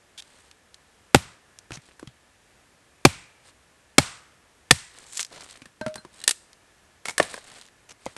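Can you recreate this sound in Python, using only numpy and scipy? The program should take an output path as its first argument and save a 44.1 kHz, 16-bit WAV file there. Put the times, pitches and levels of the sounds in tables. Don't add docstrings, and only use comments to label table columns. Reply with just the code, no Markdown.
import sys
import numpy as np
from scipy import signal
from scipy.fft import rfft, irfft
from scipy.io import wavfile
from scipy.ndimage import uniform_filter1d

SR = 44100
rng = np.random.default_rng(int(sys.argv[2]) if len(sys.argv) > 2 else 0)


def inscribe(sig):
    pcm = np.round(np.clip(np.atleast_2d(sig).T, -1, 1) * 32767)
    wavfile.write(sys.argv[1], SR, pcm.astype(np.int16))


N = 360297
TIME = np.arange(N) / SR
T = TIME[:SR // 3]

# start_s, bite_db, bite_length_s, bite_tilt_db_per_octave, thud_db, knock_db, clap_db, clap_hz,
# billet_hz, billet_db, echo_db, linger_hz, linger_db
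CHOPS = [(1.1456, -6, 0.0028, -1.07, -14, -4, -10.5, 805, 1952, -18, -3.5, 1250, -50),
         (3.0507, -6.5, 0.004, -0.5, -13.5, -5, -8.5, 788.6, 2383, -9, -1.5, 2327, -44),
         (3.982, -4, .0034, 0.28, -19, -11, -11.5, 825, 2200, -9.5, 2.5, 1226, -43),
         (4.7083, -5.5, 0.0042, 2.05, -18.5, -20.5, -18.5, 727, 1804, -7, -2, 1854, -47)]
# freq_hz, gain_db
BITE_COLOUR = [(60, -12), (300, 0.5), (2200, 0), (4000, -3), (6500, -7), (8600, -5.5), (11500, -20)]
# pitch_multiple, level_db, t60_s
BILLET_MODES = [(.41, -12, 0.023), (1, 0.5, 0.022), (1.55, -9.5, 0.017), (1.91, -5, 0.02),
                (2.6, -10.5, .015)]
# clap_pitch_multiple, level_db, t60_s
CLAP_MODES = [(.72, -4, 0.031), (1, 0.5, 0.025), (1.47, -5.5, .02)]
# freq_hz, level_db, t60_s
BLOCK_MODES = [(263, 1, .03), (334, 0.5, 0.022)]
# freq_hz, level_db, t60_s
STUMP_MODES = [(85, -19, 0.07), (130, 1.5, 0.03), (184, -17, 0.044)]
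# freq_hz, gain_db
SOIL_COLOUR = [(35, -25), (110, 0), (380, -26)]
# start_s, grit_db, ring_db
BREAKS = [(6.215, -48.5, -46), (6.239, -32.5, -37.5), (6.2775, -12.5, -21.5), (6.292, -20.5, -33.5),
          (6.3094, -20.5, -34.5)]
# freq_hz, level_db, t60_s
HALF_MODES = [(1827, -4, .04), (2850, -10.5, .06), (4000, 5, 0.02)]
# start_s, level_db, hardness_db, clack_hz
LANDINGS = [(7.055, -36.5, 6.5, 2200), (7.084, -33, 4, 2200), (7.094, -37.5, 3, 2230),
            (7.1801, -26.5, 8.5, 1760), (7.1993, -20.5, -7, 1810), (7.227, -39.5, 11, 3830),
            (7.341, -38, 2.5, 1630), (7.377, -46.5, -4, 1660)]
# start_s, level_db, favoured_hz
CLINKS = [(5.812, -29, 1164), (5.863, -24, 450), (5.957, -43, 1300), (5.98, -44, 4300)]
# freq_hz, level_db, t60_s
STEEL_MODES = [(621, 1.5, 0.26), (640, -9.5, 0.12), (895, -4.5, 0.06), (1560, -4.5, 0.14), (4150, 2, 0.084)]
# start_s, level_db, hardness_db, body_hz, clack_hz
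KNOCKS = [(1.7063, -45, -6, 315, 1350), (1.7188, -41.5, -2, 115, 2590), (1.772, -49, -4.5, 136, 2160),
          (1.995, -51, 5, 970, 1537), (2.028, -51.5, -14, 312, 1108), (2.073, -49.5, -7, 125, 3290),
          (5.619, -49.5, -1.5, 242, 2410), (5.656, -50, 3, 219, 1750), (5.88, -47, 2.5, 160, 1290),
          (5.956, -41.5, 7.5, 517, 1566), (7.2005, -33, -7, 290, 950), (6.049, -48, -5, 369, 1000),
          (8.0635, -41, -12.5, 530, 2025), (8.165, -43.5, 3.5, 778, 2120)]
# body_pitch_multiple, level_db, t60_cycles (of the body pitch)
BODY_MODES = [(0.599, -6.5, 7), (0.998, 1.5, 12), (1.45, -7.5, 8)]
# clack_pitch_multiple, level_db, t60_s
STICK_MODES = [(.62, -7, 0.036), (1, 1.5, 0.022), (1.12, -7.5, .018), (1.55, -7.5, 0.012)]
# freq_hz, gain_db
GRIT_COLOUR = [(100, -27), (900, -11.5), (4000, 1), (6500, -2), (8600, 3), (11500, -8)]
# start_s, level_db, centre_hz
SNAPS = [(0.223, -47.5, 3870), (0.513, -50.5, 3160), (0.744, -47, 3960), (1.1593, -26, 3010),
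         (1.588, -44.5, 6030), (4.987, -49, 8020), (5.1333, -43, 8500), (5.1535, -44, 5750),
         (5.21, -30.5, 6500), (5.173, -30.5, 7340), (5.179, -35, 6600), (5.194, -28.5, 2340),
         (5.205, -29.5, 6550), (5.2294, -32, 6060), (5.2484, -38, 5000), (5.942, -44.5, 3300),
         (6.531, -52.5, 4517), (7.613, -47.5, 4040), (8.0574, -43, 6700)]
# start_s, length_s, highest_level_db
SPLINTERS = [(5.26, 0.32, -46), (7.37, 0.32, -49)]
# start_s, length_s, level_db
SQUEAKS = [(0.175, .018, -41.5), (0.189, .019, -41.5)]
# start_s, length_s, level_db, roughness (no unit)
RUSTLES = [(0.139, 0.45, -63, 0.35), (1.781, 0.2, -61.5, 1.1), (3.419, 0.11, -58.5, 0.5),
           (4.851, 0.31, -56.5, 0.7), (5.229, 0.45, -53.5, 0.92), (6.078, 0.29, -55.5, 0.8),
           (7.15, 0.29, -47, 0.6), (7.33, 0.39, -53.5, 0.42), (7.957, 0.25, -61, 0.16)]
# freq_hz, gain_db
CRACKLE_COLOUR = [(1200, -11.5), (4200, 2.5), (6000, -4), (8500, 3.5), (11500, -10.5)]
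# freq_hz, gain_db
RUB_COLOUR = [(80, -6), (1900, -3.5), (3500, -9.5), (8000, -39)]
# start_s, length_s, level_db, centre_hz
SCRAPES = [(1.726, 0.053, -44, 6010), (5.303, 0.092, -50.5, 592), (5.403, 0.018, -44.5, 4290),
           (5.31, 0.11, -54, 4240), (7.047, 0.075, -40.5, 7320), (7.885, 0.045, -48, 6020)]
# freq_hz, gain_db
TREES_COLOUR = [(80, 5.5), (450, -4), (4000, -2.5), (8500, 1)]
# freq_hz, t60_s
TREES_T60 = [(80, 0.47), (400, 0.23), (1500, 0.5), (8500, 0.45), (11500, 0.29)]
# freq_hz, gain_db
FAR_WOOD_COLOUR = [(100, -9), (700, -1), (2000, -2), (9000, -15)]
# freq_hz, gain_db
AIR_COLOUR = [(25, -17.5), (58, 3), (160, -4.5), (500, -5), (1200, -8), (1750, -7.5), (4500, -15.5),
              (8600, -16), (11500, -22)]

STUMP_LAG_S = 0.0025
SOIL_DB, SOIL_T60_S = -11.5, 0.19
GIVE_S, TEAR_DB, TEAR_HZ = 5.207, -32, 7560
SWELL_DB_PER_S, EASE_DB_PER_S = 169.5, 600
HALF_BODY_HZ, HALF_BODY_DB, HALF_CLACK_HZ, HALF_CLACK_DB = 760, -26.5, 2015, -18
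CLACK_PER_BODY = 3.04
HEAD_HZ, HEAD_HARD_DB, HEAD_CLACK_HZ, HEAD_KNOCK_DB = 216.5, -6.5, 1400, -12
CLACK_DB, GRIT_DB = 4, -3.5
ROCK_DB, ROCK_DB_PER_OCTAVE = -8, -3.5
SPLINTER_COUNT, SPLINTER_SPREAD_DB = 13, 7
SPLINTER_LOW_HZ, SPLINTER_HIGH_HZ = 1490, 8050
SQUEAK_HZ = 3443
SLIP_FROM_HZ, SLIP_TO_HZ, SLIP_JITTER, SLIP_NOISE = 660, 960, 0.04, 0.3
RUSTLE_TAPER = 0.85
LINGER_T60_S, LINGER_WIDTH_HZ = 0.85, 280
STUMP_ECHO_DB, PILE_ECHO_DB = -1.5, 6.5
AIR_DB = -60
TONE_HZ, TONE_WIDTH_HZ, TONE_DB = 1730, 60, -75
BAND_HZ, EDGE_HZ = 11950, 16000


def chop(bite_db, length_s, spectrum, thud_db, knock_db, clap_db, clap_hz, billet_hz, billet_db):
    u = T / length_s
    tearing = u * np.exp(-u ** 2) + 0.08 * (1 - np.exp(-u)) * np.exp(-T / 0.0098)
    out = amp(bite_db) * burst(colour(fracture(tearing), spectrum))
    out += amp(billet_db) * ring(BILLET_MODES, billet_hz, rise_s=0.001)
    out += amp(knock_db) * ring(BLOCK_MODES, rise_s=0.002)
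    out += amp(clap_db) * ring(CLAP_MODES, clap_hz, rise_s=0.002)
    add(out, STUMP_LAG_S, amp(thud_db) * ring(STUMP_MODES, rise_s=0.015))
    shudder = colour(rng.standard_normal(len(T)), SOIL_COLOUR) * amp(-60 * T / SOIL_T60_S)
    return out + amp(thud_db + SOIL_DB) * burst(shudder)


def prising():
    strain_db = np.minimum(SWELL_DB_PER_S * (TIME - GIVE_S), EASE_DB_PER_S * (GIVE_S - TIME))
    tear_colour = hump(TEAR_HZ, below_db=-3.5, above_db=-3.5, peak_db=7)
    fibres = colour(grains(N, per_s=5000, spread_db=2.5), tear_colour)
    return amp(TEAR_DB + strain_db) * evened(fibres)


def breaks():
    out = np.zeros(N)
    for start_s, grit_db, ring_db in BREAKS:
        spray = contact(HALF_BODY_HZ, HALF_BODY_DB, HALF_CLACK_HZ, HALF_CLACK_DB, 0, rattle=0.82, tail_s=0.011)
        add(out, start_s, amp(grit_db) * spray)
        add(out, start_s, amp(ring_db) * ring(HALF_MODES))
    return out


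def woodpile(lowest_hz=160):
    out = np.zeros(N)
    for start_s, level_db, hard_db, clack_hz in LANDINGS:
        add(out, start_s, knock(level_db, hard_db, clack_hz / CLACK_PER_BODY, clack_hz, rattle=0.64))
    return signal.sosfilt(signal.butter(2, lowest_hz, "highpass", fs=SR, output="sos"), out)


def clinks():
    out = np.zeros(N)
    for start_s, level_db, favoured_hz in CLINKS:
        modes = []
        for hz, mode_db, t60_s in STEEL_MODES:
            octaves = np.log2(hz / favoured_hz)
            modes.append((hz, mode_db - 11 * octaves ** 2 / (1 + 0.45 * abs(octaves)), t60_s))
        steel = amp(level_db) * ring(modes, rise_s=0.00039)
        add(out, start_s, steel + on_stump(level_db + HEAD_KNOCK_DB, HEAD_HARD_DB, HEAD_HZ, HEAD_CLACK_HZ))
    return out


def knocks():
    out = np.zeros(N)
    for start_s, *blow in KNOCKS:
        add(out, start_s, on_stump(*blow))
    return out


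def on_stump(level_db, hard_db, body_hz, clack_hz):
    rock_db = ROCK_DB + ROCK_DB_PER_OCTAVE * np.log2(body_hz / STUMP_MODES[1][0])
    rocking = amp(level_db - hard_db + rock_db) * ring(STUMP_MODES, rise_s=0.013)
    return knock(level_db, hard_db, body_hz, clack_hz, rattle=2.06) + rocking


def knock(level_db, hard_db, body_hz, clack_hz, rattle):
    body_db, clack_db, grit_db = level_db - hard_db, level_db + CLACK_DB, level_db + hard_db + GRIT_DB
    return contact(body_hz, body_db, clack_hz, clack_db, grit_db, rattle, tail_s=0.028)


def contact(body_hz, body_db, clack_hz, clack_db, grit_db, rattle, tail_s):
    crush = fracture((1 - np.exp(-T / 0.00067)) * (np.exp(-T / 0.0022) + 0.08 * np.exp(-T / tail_s)))
    body_modes = [(multiple * body_hz, db, cycles / body_hz) for multiple, db, cycles in BODY_MODES]
    note = ring(body_modes, rise_s=0.38 / body_hz)
    body_colour = hump(body_hz, below_db=-7.5, above_db=-13.0, peak_db=-11.5)
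    dull_crush = burst(colour(crush * np.exp(-T / 0.0099), body_colour))
    body = burst(note + 0.5 * dull_crush)
    buzz = burst(colour(crush, hump(clack_hz, below_db=-1, above_db=-5.5)))
    clack = burst(ring(STICK_MODES, clack_hz, rise_s=0.00057) + rattle * buzz)
    grit = burst(colour(crush, GRIT_COLOUR))
    return amp(body_db) * body + amp(clack_db) * clack + amp(grit_db) * grit


def snaps():
    out = np.zeros(N)
    for start_s, level_db, hz in SNAPS:
        add(out, start_s, snap(level_db, hz))
    for start_s, length_s, highest_db in SPLINTERS:
        for late, size, thin in rng.random((SPLINTER_COUNT, 3)):
            hz = SPLINTER_LOW_HZ * (SPLINTER_HIGH_HZ / SPLINTER_LOW_HZ) ** thin
            add(out, start_s + late * length_s, snap(highest_db - SPLINTER_SPREAD_DB * (size + late), hz))
    return out


def snap(level_db, hz):
    crack = fracture(np.exp(-T / 0.00081) + 0.18 * np.exp(-T / 0.0046))
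    return amp(level_db) * burst(colour(crack, hump(hz, below_db=-6.0, above_db=-5.0, peak_db=3.0)))


def squeak():
    out = np.zeros(N)
    for start_s, length_s, level_db in SQUEAKS:
        count = round(length_s * SR)
        waver = evened(uniform_filter1d(rng.standard_normal(len(T)), size=60))[:count]
        slip_hz = np.linspace(SLIP_FROM_HZ, SLIP_TO_HZ, count) * (1 + SLIP_JITTER * waver)
        turns = np.cumsum(slip_hz) / SR
        slips = evened(np.diff(np.floor(turns), prepend=0))
        slips = slips + SLIP_NOISE * rng.standard_normal(len(T))[:count]
        sound = colour(slips, hump(SQUEAK_HZ, below_db=-6.5, above_db=-3.5, peak_db=10))
        add(out, start_s, amp(level_db) * evened(sound * signal.windows.tukey(count, 0.5)))
    return out


def scrapes():
    out = np.zeros(N)
    for start_s, length_s, level_db, hz in SCRAPES:
        count = round(length_s * SR)
        slide = colour(grains(count, per_s=2300, spread_db=1.5), hump(hz, below_db=-0.5, above_db=-3.0))
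        add(out, start_s, amp(level_db) * evened(slide * signal.windows.tukey(count, 0.5)))
    return out


def rustles():
    out = np.zeros(N)
    for start_s, length_s, level_db, rough in RUSTLES:
        count = round(length_s * SR)
        bright = grains(count, per_s=2500, spread_db=1.33 * rough, clump_db=4.5 * rough)
        dull = grains(count, per_s=560, spread_db=6.5 * rough, clump_db=2.36 * rough)
        crackle = evened(colour(bright, CRACKLE_COLOUR))
        rub = evened(colour(dull, RUB_COLOUR))
        movement = (amp(1.7) * crackle + amp(-0.5) * rub) * signal.windows.tukey(count, RUSTLE_TAPER)
        add(out, start_s, amp(level_db) * movement)
    return out


def lingering(hz):
    t = TIME[:SR]
    return amp(-60 * t / LINGER_T60_S) * band_noise(hz, LINGER_WIDTH_HZ, SR) * (1 - np.exp(-t / 0.03))


def forest(x):
    t = TIME[:2 * SR]
    hz, at_s, z = signal.stft(rng.standard_normal(len(t)), SR, nperseg=256)
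    decay = amp(-60 * at_s / read(TREES_T60, hz)[:, None])
    near = signal.istft(z * decay, SR, nperseg=256)[1][:len(t)]
    near *= np.interp(t, [0.003, 0.012, 0.028, 0.036], [0.056, 0.9, 0.45, 0.94])
    near *= amp(1.8 * evened(uniform_filter1d(rng.standard_normal(len(t)), size=350)))
    far = rng.standard_normal(len(t)) * amp(-60 * t / 0.86) * (1 - np.exp(-t / 0.06))
    near_echo = amp(-27) * colour(near / np.linalg.norm(near), TREES_COLOUR)
    far_echo = amp(-39.5) * colour(far / np.linalg.norm(far), FAR_WOOD_COLOUR)
    return signal.fftconvolve(x, near_echo + far_echo)[:N]


def air():
    knots_s = np.arange(0, N / SR + 1, 0.2)
    drift, waver = (np.interp(TIME, knots_s, row) for row in rng.standard_normal((2, len(knots_s))))
    hush = amp(AIR_DB + 0.5 * drift) * evened(colour(rng.standard_normal(N), AIR_COLOUR))
    return hush + amp(TONE_DB + 2 * waver) * band_noise(TONE_HZ, TONE_WIDTH_HZ, N)


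def fracture(envelope, average_bins=280):
    z = rfft(envelope * rng.standard_normal(len(envelope)))
    local_power = uniform_filter1d(abs(z) ** 2, average_bins)
    even_noise = irfft(z / np.sqrt(local_power + 1e-12), len(envelope))
    return even_noise * (envelope > envelope.max() * 1e-5)


def ring(modes, pitch=1, rise_s=0.0005):
    waves = np.zeros(len(T))
    for hz, level_db, t60_s in modes:
        waves += amp(level_db - 60 * T / t60_s) / hz * np.sin(2 * np.pi * hz * pitch * T)
    return burst(np.diff(waves * (1 - np.exp(-(T / rise_s) ** 2)), prepend=0))


def grains(count, per_s, spread_db, clump_db=3.5):
    out, t = np.zeros(count), T[:256]
    for hz in np.geomspace(400, 10000, num=12):
        sizes = amp(spread_db * np.minimum(rng.exponential(1, count), 3.5))
        sizes *= rng.random(count) < per_s / 12 / SR
        tick = hz * np.exp(-t * hz / 0.57) * np.sin(2 * np.pi * hz * t)
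        out += signal.oaconvolve(sizes * rng.choice([-1, 1], count), tick)[:count]
    clumps = evened(uniform_filter1d(rng.standard_normal(count), size=300))
    return (evened(out) + 0.45 * rng.standard_normal(count)) * amp(clump_db * clumps)


def hump(hz, below_db=-6, above_db=-9, peak_db=5):
    f = np.geomspace(40, 14000, num=90)
    octaves = np.log2(f / hz)
    slopes_db = np.where(octaves < 0, -below_db * octaves, above_db * octaves)
    bump_db = peak_db * np.exp(-(octaves / 0.19) ** 2)
    return np.transpose([f, slopes_db + bump_db - 8 * (f / 11500) ** 6])


def band_noise(hz, width_hz, count):
    return evened(signal.lfilter(*signal.iirpeak(hz, hz / width_hz, fs=SR), rng.standard_normal(count)))


def colour(x, points):
    log_gain = np.log(amp(read(points, abs(np.fft.fftfreq(4096, 1 / SR)))))
    taps = np.fft.ifft(np.exp(np.conj(signal.hilbert(log_gain)))).real
    return signal.fftconvolve(x, taps[:len(taps) // 2])[:len(x)]


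def read(points, hz):
    f, value = np.transpose(points)
    return np.interp(np.log(hz + 1), np.log(f), value)


def amp(db):
    return 10 ** (np.asarray(db) / 20)


def evened(x):
    return x / np.sqrt(np.mean(x ** 2) + 1e-20)


def burst(x):
    return x * np.sqrt(SR / 100 / (np.sum(x ** 2) + 1e-20))


def add(mix, start_s, sound):
    part = mix[round(start_s * SR):][:len(sound)]
    part += sound[:len(part)]


def scene():
    work = prising() + breaks() + clinks() + knocks() + snaps() + squeak() + scrapes() + rustles()
    pile = woodpile()
    direct = work + pile
    outward = amp(STUMP_ECHO_DB) * work + amp(PILE_ECHO_DB) * pile
    distant = air()
    for start_s, bite_db, length_s, tilt_db, thud_db, *body, echo_db, linger_hz, linger_db in CHOPS:
        spectrum = [(hz, db + tilt_db * np.log2(hz)) for hz, db in BITE_COLOUR]
        crack = burst(colour(signal.unit_impulse(len(T)), spectrum))
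        add(direct, start_s, chop(bite_db, length_s, spectrum, thud_db, *body))
        add(outward, start_s, amp(echo_db) * crack + amp(thud_db) * ring(STUMP_MODES))
        add(distant, start_s, amp(linger_db) * lingering(linger_hz))
    return (direct + forest(outward) + distant)[None]


def low_pass(x, hz):
    return signal.oaconvolve(x, signal.firwin(301, hz, window=("kaiser", 8), fs=SR)[None], "same")


def record(dry):
    overloaded = low_pass(np.clip(dry, -1.05, 1.05), BAND_HZ)
    return low_pass(np.clip(overloaded, -1, 1), EDGE_HZ)


dry = scene()
out = record(dry)
inscribe(out)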